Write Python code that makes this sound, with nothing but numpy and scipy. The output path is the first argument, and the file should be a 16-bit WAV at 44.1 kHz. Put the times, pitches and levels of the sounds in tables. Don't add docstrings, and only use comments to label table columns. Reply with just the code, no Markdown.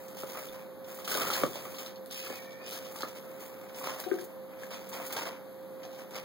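import sys
import numpy as np
from scipy import signal
from scipy.fft import rfft, irfft, next_fast_len
from scipy.io import wavfile
from scipy.ndimage import uniform_filter1d, map_coordinates

SR = 44100
rng = np.random.default_rng(int(sys.argv[2]) if len(sys.argv) > 2 else 0)


def magnitude_from_level(level_db):
    exponent = np.asarray(level_db, float) / 20
    return 10 ** exponent


def put_to_file(sound):
    columns = np.atleast_2d(sound).T
    safe = np.clip(columns, -1, 1)
    whole_steps = np.round(safe * 32767)
    wavfile.write(sys.argv[1], SR, whole_steps.astype(np.int16))


N = 275297


def unit(x):
    return x / np.sqrt(np.mean(x ** 2) + 1e-20)


def along(points, hz):
    f, v = np.transpose(points)
    return np.interp(np.log(hz + 1), np.log(f + 1), v)


def wobble(rate):
    knots = rng.standard_normal(int(N * rate / SR) + 4)
    return map_coordinates(knots, [np.arange(N) * rate / SR])


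def filtered(x, response):
    m = next_fast_len(N + 8192)
    return irfft(rfft(x, m) * response(np.fft.rfftfreq(m, 1 / SR)), m)[..., :N]


def resonant(modes):
    def response(f):
        total = 0
        for k, (centre, width, db) in enumerate(modes):
            total = total + (-1) ** k * magnitude_from_level(db) * 1j * f * width / (centre ** 2 - f ** 2 + 1j * f * width)
        return total
    return response


def rush(spectrum):
    return unit(filtered(rng.standard_normal((2, N)), lambda hz: magnitude_from_level(along(spectrum, hz))))


def fading(s, db, t60, rise):
    start = round(s * SR)
    t = np.maximum(np.arange(N)[start:][:SR // 3] / SR - s, 0)
    return slice(start, start + len(t)), t, magnitude_from_level(db - 60 * t / t60) * (1 - np.exp(-t / rise))


def place(out, s, sound):
    part = out[:, round(s * SR):][:, :sound.shape[-1]]
    part += sound[..., :part.shape[1]]


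# frequency in Hz, level in dB.
AIR_COLOUR = [(25, -23), (60, -13), (100, -0.5), (160, 1), (250, 3), (400, -0.5), (630, -7), (1000, -13),
              (1400, -18), (2000, -23), (4000, -28), (7000, -36), (10000, -35), (15500, -29)]


def room_air():
    return magnitude_from_level(-44.5 + 0.27 * wobble(1.87)) * rush(AIR_COLOUR)


# frequency in Hz, rms level in dB, unsteadiness in dB.
FAN_TONES = [
    (526.6, -44.5, 1.5),
    (197.1, -52, 2),
]


def fan():
    t, out = np.arange(N) / SR, np.zeros((2, N))
    for hz, db, sway_db in FAN_TONES:
        strength = magnitude_from_level(db + 4 + sway_db * wobble(13))
        out += strength * np.sin(2 * np.pi * hz * t + .45 * wobble(13) + [[0], [-.5]])
    return out


def pulses(share):
    mains_hz = 59.985
    u = (np.arange(N) / SR * mains_hz - share) % 1 - .5
    return np.sinc(601 * u) / np.sinc(u)


# frequency in Hz, width in Hz, level in dB.
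LAMP_MODES = [(11400, 480, 0), (12300, 500, -9)]
# frequency in Hz, width in Hz, level in dB.
BALLAST_MODES = [(12150, 100, 0)]
# time in seconds, level in dB.
BALLAST_LEVEL = [(0, -73), (.7, -70), (1.8, -70), (2.6, -70), (4.5, -70), (4.9, -78), (6.24, -80)]


def lamp():
    t = np.arange(N) / SR
    strong = pulses(.07)
    clicks = strong - magnitude_from_level(-5) * pulses(.57)
    sizzle = clicks * magnitude_from_level(1.3 * wobble(25)) + magnitude_from_level(-27) * rng.standard_normal((2, N))
    buzz = unit(filtered(sizzle, lambda f: resonant(LAMP_MODES)(f) ** 2))
    whine = unit(filtered(sizzle + 2 * strong - clicks, lambda f: resonant(BALLAST_MODES)(f) ** 2))
    whine_level = magnitude_from_level(np.interp(t, *np.transpose(BALLAST_LEVEL)) + 2.5 * wobble(2.8))
    return whine_level * whine + magnitude_from_level(-62) * buzz


def stroke(s, length, rise, t60, db):
    start, stop = max(round((s - rise) * SR), 0), min(round((s + length + t60) * SR), N)
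    t = np.arange(start, stop) / SR - s
    slope_db = 60 * np.minimum(t, 0) / rise - 60 * np.maximum(t - length, 0) / t60
    return slice(start, stop), magnitude_from_level(np.add.outer(db, slope_db)) ** 2


# start in seconds, length in seconds, effort in dB,
# weight on the frame in dB, grip on the wire in dB.
SCRAMBLES = [(0.0, 0.13, -54, -1, -12), (0.273, 0.2, -46, -2.5, -6.5), (0.882, 0.27, -48.5, -1.5, -9.5),
             (1.209, 0.083, -36, 3, -3.5), (1.322, 0.096, -36.5, 1.5, -7.5), (1.463, 0.09, -46.5, -10, -8),
             (1.635, 0.23, -47, -1.5, -8), (2.244, 0.13, -46, -0.5, -4), (2.684, 0.088, -45, -4.5, -2.5),
             (2.776, 0.12, -51, 2, -2.5), (2.919, 0.11, -46.5, -1, -16), (3.244, 0.14, -57, 4, -9),
             (3.515, 0.3, -57.5, 4.5, -7.5), (3.77, 0.057, -43, -3, -9.5), (3.838, 0.092, -45.5, 7.5, 0.5),
             (3.935, 0.084, -47, 3, -5), (4.044, 0.17, -51.5, 1.5, -4), (4.715, 0.064, -50.5, 7, 1),
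             (4.809, 0.17, -56.5, 5, -1), (4.933, 0.11, -46.5, 5.5, -7.5), (5.104, 0.094, -53.5, 13.5, 6),
             (5.187, 0.099, -47.5, 9, 1)]
# start in seconds, length in seconds,
# effort in dB, weight on the frame in dB, grip on the wire in dB.
LEAPS = [
    (1.079, 0.11, -34, -3, -4.5),
    (2.11, 0.14, -44, -16, -0.5),
]
# time in seconds, effort in dB, weight on the frame in dB,
# grip on the wire in dB.
SCUFFS = [(0.185, -43, -6, -6), (0.23, -55, -5, -12), (0.374, -50, 9, -14), (0.535, -51, 4, -5.5),
          (0.6, -58.5, 7, -8), (1.445, -59, 5, -13), (1.559, -46.5, 4.5, -1), (1.653, -62, 15.5, -15),
          (1.9, -65, 12, 8), (1.61, -49, -4, -11), (2.42, -53, 0, 0), (2.61, -74, 22.5, 8),
          (2.655, -57, -8, 5.5), (3.038, -59, 13.5, 2), (3.085, -50.5, -3, -2), (3.162, -51.5, 2.5, -2),
          (3.412, -49, -2, -9), (3.452, -49, -0.5, -9), (4.3, -61.5, 9, -6), (4.52, -71, 20, -1),
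          (4.6, -63, 8, 3), (4.633, -49.5, 2, -5.5), (5.07, -42, -7, -9), (5.33, -69.5, 23.5, 11),
          (2.509, -66, 0, 10), (5.836, -70.5, 22, -3), (5.93, -59.5, -1, 5.5), (5.988, -53.5, 6.5, -1.5),
          (6.159, -47, 8, 2.5), (6.215, -76, 26, 8)]


def scraping():
    strokes = [(s, length, 0.08, 0.19, *db) for s, length, *db in SCRAMBLES]
    strokes += [(s, length, .012, 0.19, *db) for s, length, *db in LEAPS]
    strokes += [(s, 0.0084, 0.15, 0.36, *db) for s, *db in SCUFFS]
    power = np.zeros((3, N))
    for s, length, rise, t60, db, weight_db, grip_db in strokes:
        at, part = stroke(s, length, rise, t60, db + np.array([weight_db, grip_db, 0]))
        power[:, at] += part
    grain = magnitude_from_level(.9 * wobble(60) + 2.6 * wobble(300))
    return power * grain ** 2


# frequency in Hz, level in dB.
RUMBLE_COLOUR = [(60, -16), (150, 5.5), (350, 3.5), (600, 3.5), (850, -1), (1250, -1.5), (1700, -7.5),
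                 (2500, -3), (4000, -26), (8000, -28.5)]
# frequency in Hz, level in dB.
RASP_COLOUR = [(800, -21), (1800, -8.5), (3000, 2), (4300, -6.5), (5500, -0.5), (7500, -14.5),
               (10000, -13.5), (16000, -71)]
# frequency in Hz, level in dB.
HISS_COLOUR = [(3000, -15.5), (6000, -9), (8000, -7), (10000, -7), (12500, -7.5), (14000, -2),
               (15700, -1.5)]


def rubbing(power):
    noise = np.array([rush(RUMBLE_COLOUR), rush(RASP_COLOUR), rush(HISS_COLOUR)])
    return (np.sqrt(power)[:, None] * noise).sum(0)


# time in seconds, level in dB, pitch in Hz.
HAND_BUMPS = [
    (0.01, -50, 40),
    (0.49, -44, 45),
    (2.3, -60, 70),
    (2.79, -60, 60),
    (6.19, -50, 40),
]


def hand_bumps():
    out, t = np.zeros((2, N)), np.arange(SR // 5) / SR
    for s, db, hz in HAND_BUMPS:
        place(out, s, magnitude_from_level(db + np.array([[6], [0]]) - 60 * t / 0.16) * np.sin(2 * np.pi * hz * t))
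    return out


# time in seconds, peak in dB,
# grip on the wire in dB.
SNAGS = [(0.082, -54, -16), (0.523, -43, -57), (0.543, -58, 5), (0.842, -50.5, 1), (0.944, -37, -24),
         (1.046, -34.5, -3), (1.27, -31, -17), (1.741, -55.5, 12.5), (1.859, -57.5, 18.5), (1.958, -67, 16),
         (2.061, -47, -13), (2.105, -65, 11), (2.73, -36, -14), (2.846, -55.5, 13), (3.338, -64, -6),
         (3.688, -52, -2), (3.743, -54, 10), (4.0, -34, -15), (4.239, -37, -25), (4.723, -58, 11),
         (4.739, -47.5, 7), (4.888, -34, -28), (5.062, -31, -31), (5.102, -65, 0), (5.123, -25.5, -15),
         (5.795, -58, -2), (5.831, -58.5, 14), (5.979, -69.5, -7), (6.109, -47, -6)]


def snags():
    power = np.zeros((3, N))
    for s, db, grip_db in SNAGS:
        at, t, env = fading(s, db - 4.5, 0.13, rise=0.0018)
        power[1:, at] += (env * magnitude_from_level([[grip_db + 2.5], [0]])) ** 2
    return power


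# time in seconds, peak in dB, pitch in Hz.
WIRE_PLUCKS = [(0.0822, -51, 6380), (0.4873, -38.5, 3530), (1.045, -41, 3700), (1.0779, -27, 3220),
               (1.1508, -28, 3770), (1.2156, -27, 3100), (1.3359, -25, 4220), (1.4367, -32, 3200),
               (1.533, -35, 3330), (1.5564, -37, 3460), (1.768, -40, 4250), (1.8612, -41, 3980),
               (1.9584, -43.5, 4380), (2.1046, -45, 4100), (2.7297, -38, 4240), (2.9885, -40, 3800),
               (3.023, -35, 4170), (3.9998, -40, 3400), (4.0402, -38, 3800), (4.7235, -40, 3930),
               (4.9252, -51, 3280), (5.1253, -36, 3470), (5.168, -42, 4230), (5.8316, -50, 4050),
               (5.8526, -50, 4020), (6.1576, -36, 4770)]


def wire_plucks():
    out = np.zeros((2, N))
    for s, db, hz in WIRE_PLUCKS:
        at, t, env = fading(s, db + 1, .017, rise=.0004)
        out[:, at] += env * np.sin(2 * np.pi * hz * t + [[0], [rng.uniform(0, 2 * np.pi)]])
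    return out


# time in seconds, peak in dB, centre in Hz.
SNAPS = [(0.0823, -44, 5000), (0.1691, -44, 4380), (0.4873, -42, 3500), (1.0451, -38, 3630),
         (1.078, -23, 2700), (1.128, -30, 3200), (1.151, -26, 3400), (1.1545, -28, 3700),
         (1.2157, -23, 2900), (1.2195, -29, 3400), (1.27, -30, 3000), (1.3364, -28, 4250),
         (1.357, -30, 4300), (1.4028, -34, 3630), (1.4355, -30, 2200), (1.4636, -36, 4500),
         (1.531, -39, 3530), (1.5565, -34, 4200), (1.654, -37, 2400), (1.7674, -40, 3700),
         (1.784, -37, 4150), (1.862, -35, 3900), (1.9585, -43, 4000), (2.1047, -40, 3240),
         (2.27, -36, 3200), (2.355, -40, 4500), (2.729, -36, 4080), (2.963, -40, 5500), (2.9885, -36, 3400),
         (3.007, -35, 5000), (3.0145, -36, 3200), (3.021, -26, 3300), (3.025, -34, 4200),
         (3.8796, -35, 3900), (3.9999, -34, 3380), (4.0403, -40, 3910), (4.1137, -31, 1600),
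         (4.2104, -40, 4400), (4.7232, -41, 3970), (4.7397, -39, 3930), (4.9248, -39, 4630),
         (5.0649, -38, 4580), (5.126, -33, 3350), (5.1677, -35, 4080), (5.8322, -42, 4210),
         (5.8526, -41, 4200), (6.142, -40, 3710), (6.1579, -34, 4840)]


def snaps():
    out, t = np.zeros((2, N)), np.arange(SR // 5) / SR
    width_hz, overtone, echo_s = 600, 1.5, .0009
    for s, db, hz in SNAPS:
        tones = np.sin(2 * np.pi * hz * t) - np.sin(2 * np.pi * overtone * hz * t)
        click = magnitude_from_level(db - 1) * np.exp(-np.pi * width_hz * t) * tones
        echo = np.roll(click, round(echo_s * SR))
        place(out, s, click + 0.33 * echo * np.array([[1], [-1]]))
    return out


# time in seconds, peak in dB.
TICKS = [(0.083, -45), (1.044, -55), (1.076, -36), (1.5547, -39), (2.06, -43), (2.355, -57), (2.71, -34.5),
         (2.987, -40), (3.02, -49), (4.0013, -27.5), (4.214, -38), (6.1088, -41)]


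def ticks():
    out = np.zeros((2, N))
    for s, db in TICKS:
        at, t, env = fading(s, db + 3, .005, rise=.0001)
        burst = signal.lfilter([1, .4, -.4], 1, rng.standard_normal((2, SR // 3)))
        out[:, at] += env * burst[:, :len(t)]
    return out


# time in seconds, peak in dB, panel pitch in Hz,
# sharpness in dB.
CATCHES = [(0.168, -43.5, 710, -19), (0.2338, -40.5, 1280, -25), (0.349, -42.5, 1210, -22),
           (0.385, -52, 1310, -19), (0.988, -45.5, 1260, -6), (1.0763, -37.5, 1320, -20),
           (1.149, -33, 1470, -13), (1.18, -31, 1200, -22), (1.217, -30, 1310, -18),
           (1.241, -34, 1220, -20), (1.302, -27.5, 1304, -8.5), (1.332, -42, 1340, 8.5),
           (1.4346, -22, 1182, -21), (1.556, -40, 885, -8), (1.654, -40.5, 1170, -29),
           (1.784, -44.5, 1210, 2), (2.269, -45, 1370, -23), (2.328, -42, 764, -23),
           (2.958, -48.5, 1150, 0), (3.006, -40.5, 1360, -4.5), (3.0324, -30.5, 1265, -33),
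           (3.843, -42, 1110, -4), (4.039, -44, 1600, -7), (4.1142, -36.5, 1555, -28),
           (4.187, -43.5, 1640, -10), (4.634, -42, 1670, -29), (4.928, -40.5, 920, -3.5),
           (5.165, -35.5, 730, -4), (5.851, -44, 690, -14), (6.135, -43, 756, -30)]


def catches():
    power, plucks = np.zeros((3, N)), np.zeros((2, N))
    for s, db, hz, sharp_db in CATCHES:
        at, t, env = fading(s, db, 0.27, rise=0.00026)
        power[:, at] += (env * magnitude_from_level([[-16], [sharp_db + 1.0], [sharp_db + 0.5]])) ** 2
        ring = np.sin(2 * np.pi * hz * t + [[0], [rng.uniform(0, 2 * np.pi)]])
        plucks[:, at] += magnitude_from_level(db + 7 - 60 * t / .022) * ring
    return power, plucks


# time in seconds, peak in dB, time to fall by 60 dB in seconds.
THUMPS = [
    (0.2325, -39, 0.05),
    (1.15, -35, 0.05),
    (1.4338, -25, 0.032),
    (2.3, -40, 0.024),
    (3.031, -39, 0.026),
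]
# frequency in Hz, width in Hz, level in dB.
FRAME_MODES = [(116, 22, 10), (235, 156, 10), (347, 105, 14), (553, 101, 11), (1220, 160, -37)]


def thumps():
    push = np.zeros(N)
    for s, db, t60 in THUMPS:
        at, t, env = fading(s + 0.002204, db, t60, rise=0.0028)
        push[at] += env * magnitude_from_level(19.0) * rng.standard_normal(SR // 3)[:len(t)]
        push[at.start] -= magnitude_from_level(db + 40.5)
    return filtered(push, resonant(FRAME_MODES))


# time in seconds, peak in dB, panel pitch in Hz.
TAPS = [(1.045, -42, 860), (1.116, -29, 1516), (1.1264, -29, 1266), (1.151, -21, 625), (1.27, -26, 1400),
        (1.354, -26, 1654), (1.374, -28.5, 1040), (1.4361, -26, 470), (1.436, -28, 1234),
        (1.557, -26.5, 570), (0.5424, -42, 1010), (1.209, -36, 1190), (1.741, -41, 1100),
        (1.8624, -44, 1300), (2.236, -44, 1310), (2.766, -40, 1670), (3.8132, -33, 1090),
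        (3.887, -30, 1055), (3.9913, -41, 1130), (4.7386, -45, 1310), (2.305, -49, 900), (2.958, -43, 900),
        (3.007, -32, 885), (3.0337, -33.5, 1660), (3.043, -38, 1390), (4.118, -35.5, 1246), (5.0, -29, 700),
        (5.102, -45, 1370), (5.168, -32.5, 1620), (5.178, -27, 900), (5.195, -40, 754), (5.234, -35, 980),
        (5.262, -28.5, 670), (5.293, -35, 1010), (5.325, -40, 960)]


def taps():
    out, t = np.zeros((2, N)), np.arange(SR // 5) / SR
    for s, db, hz in TAPS:
        place(out, s, magnitude_from_level(db - 3.0 - 60 * t / 0.044) * np.sin(2 * np.pi * hz * t))
    return out


# time in seconds, level in dB.
SHAKING = [(1.06, -71), (1.128, -64), (1.152, -47), (1.192, -44), (1.248, -44), (1.41, -69), (1.434, -37),
           (1.522, -53), (1.75, -55)]
# frequency in Hz, level in dB.
SHUDDER_COLOUR = [(50, -23), (80, -3), (110, 2), (280, -0.5), (420, 3.5), (700, -35)]


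def shudder():
    s, db = np.transpose(SHAKING)
    return np.interp(np.arange(N) / SR, s, magnitude_from_level(db + 7), 0, 0) * rush(SHUDDER_COLOUR)


# start in seconds, end in seconds, start pitch in Hz,
# end pitch in Hz, level in dB.
SQUEAL_STRANDS = [(2.13, 2.31, 2470, 2520, -52), (2.12, 2.3, 2780, 2720, -55),
                  (2.25, 2.47, 2130, 2310, -55), (2.29, 2.42, 2490, 2470, -53),
                  (2.42, 2.65, 2290, 2330, -58), (2.59, 2.75, 2440, 2500, -56),
                  (2.64, 2.75, 2900, 2980, -58), (2.23, 2.36, 1680, 1760, -59),
                  (2.31, 2.7, 1850, 1790, -61), (2.11, 2.4, 4700, 4650, -62), (2.59, 2.82, 4620, 5400, -62)]


def squeal():
    out = np.zeros((2, N))
    for start, end, start_hz, end_hz, db in SQUEAL_STRANDS:
        count = round((end - start) * SR)
        knots = round(.055 * start_hz * (end - start))
        blur = signal.resample(rng.standard_normal((2, 2, 200))[..., :knots], count, axis=2)
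        phase = 2 * np.pi * np.cumsum(np.linspace(start_hz, end_hz, count)) / SR
        tone = blur[0] * np.cos(phase) + blur[1] * np.sin(phase)
        place(out, start, magnitude_from_level(db) * signal.windows.tukey(count, .5) * tone)
    return magnitude_from_level(2) * out


# time in seconds, peak in dB, time to fall by 60 dB in seconds,
# level of the upper modes in dB.
POT_LANDINGS = [
    (4.063, -35.5, 0.073, 5),
    (4.078, -44, 0.061, 13),
    (4.096, -44, 0.06, -6),
    (4.115, -20.5, 0.044, -22),
    (4.133, -34.5, 0.12, -4),
    (4.159, -43, 0.028, -9),
    (4.178, -41, 0.054, 7),
    (4.195, -38, 0.024, -10),
    (4.218, -43, 0.076, -4),
]
# frequency in Hz, level in dB.
POT_MODES = [(368, 7.5), (354, 3.5), (455, -20), (738, -8)]


def pot():
    out = np.zeros((2, N))
    for s, db, t60, upper_db in POT_LANDINGS:
        at, t, env = fading(s, db + 14.5, t60, rise=0.016)
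        for hz, level in POT_MODES:
            mode_db = level + upper_db * (hz > 708)
            out[:, at] += env * magnitude_from_level([[0], [3]]) * magnitude_from_level(mode_db) * np.sin(2 * np.pi * hz * t + [[0], [1.6]])
    return out


# frequency in Hz, time to fall by 60 dB in seconds.
ROOM_T60 = [(200, 0.25), (2000, 0.16), (12000, 0.19)]


def room(x):
    hz, t, z = signal.stft(rng.standard_normal((2, SR // 3)), SR, nperseg=256)
    tail = signal.istft(z * magnitude_from_level(-60 * t / along(ROOM_T60, hz)[:, None]), SR, nperseg=256)[1]
    late = np.pad(x, (300, 0))[None]
    return signal.fftconvolve(late, tail / np.linalg.norm(tail[0]), axes=1)[:, :N]


# frequency in Hz, level in dB.
PORT_DIFFERENCE = [(30, -40), (60, 1), (125, -14), (250, -13), (500, -11.5), (1000, -3.5), (1600, 4.5),
                   (2200, -2.5), (16000, -1)]
# frequency in Hz, lean to the left port from -1 to 1.
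PORT_LEAN = [(60, 0.094), (125, -.1), (250, 0.37), (500, -0.16), (2000, -0.066), (3000, 0.32),
             (11500, 0.28), (13000, -0.31), (15000, -.4)]


def scene():
    background = room_air() + fan() + lamp()
    burst_power, panel_plucks = catches()
    rubbed = rubbing(scraping() + burst_power + snags())
    plucks = panel_plucks + wire_plucks() + ticks() + snaps() + taps() + hand_bumps()
    blows = thumps() + pot()
    echoes = magnitude_from_level(-7.0) * room(blows[0] + magnitude_from_level(2.0) * plucks[0])
    common, other = rubbed + plucks + blows + echoes + squeal() + background + shudder()

    def spread(hz):
        lean = np.clip(along(PORT_LEAN, hz), -.9, .9)
        return magnitude_from_level(along(PORT_DIFFERENCE, hz)) * np.array([lean, np.sqrt(1 - lean ** 2)])

    apart = filtered(np.array([common, other]), spread).sum(0)
    return np.array([common + apart, common - apart])


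# frequency in Hz,
# margin in dB, of which half counts in power.
SILENT_MARGIN = [(1200, -18), (2700, -15), (4000, -15), (5500, -14), (7000, -7), (8300, -5), (9600, -8),
                 (10700, -9), (11400, -16), (13500, -10), (15000, -13), (15700, -4)]
SHARP_TICKS = [.086, 1.038, 2.06, 2.083, 2.106, 2.362, 2.71, 3.02, 4.01, 5.125, 6.11]


def silence_weak_bands(ports):
    lead, open_hz = 289, 1150
    left, right = np.pad(ports, ((0, 0), (lead, 0))) / 2
    frame = dict(fs=SR, window="cosine", nperseg=2048, noverlap=1024)
    hz, t, z = signal.stft([left + right, left - right], **frame)
    first_bins = np.arange(0, 1025, 8)
    band = np.searchsorted(first_bins, np.arange(len(hz)), "right") - 1
    power = uniform_filter1d(np.add.reduceat(abs(z) ** 2, first_bins, axis=1), size=3, axis=2)
    mood = uniform_filter1d(rng.standard_normal(power.shape), size=3, axis=2)
    mood = unit(uniform_filter1d(mood, size=3, axis=1))
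    margin = magnitude_from_level(along(SILENT_MARGIN, hz[first_bins])[:, None] + 7 * mood)
    attack = (abs(np.subtract.outer(t - lead / SR, SHARP_TICKS)) < 512 / SR).any(1)
    kept = (power > margin * power[::-1])[:, band] | (hz < open_hz)[:, None] | attack
    random_turn = np.exp(2j * np.pi * rng.random(z.shape))
    spill = magnitude_from_level(-15) * abs(z[::-1]) * random_turn * attack * (hz > open_hz)[:, None]
    z = (z * kept + spill) * (hz < 15860)[:, None]
    mid, side = signal.istft(z, **frame)[1][:, lead:lead + N] / 2
    return np.array([mid + side, mid - side])


def roll_off(x):
    return signal.sosfilt(signal.butter(12, 15960, fs=SR, output="sos"), x)


def record(dry):
    port_lag = 16
    late = np.pad(dry[::-1], ((0, 0), (port_lag, 0)))[:, :N]
    mix = silence_weak_bands(dry - late)
    return roll_off(mix)


dry = scene()
out = record(dry)
put_to_file(out)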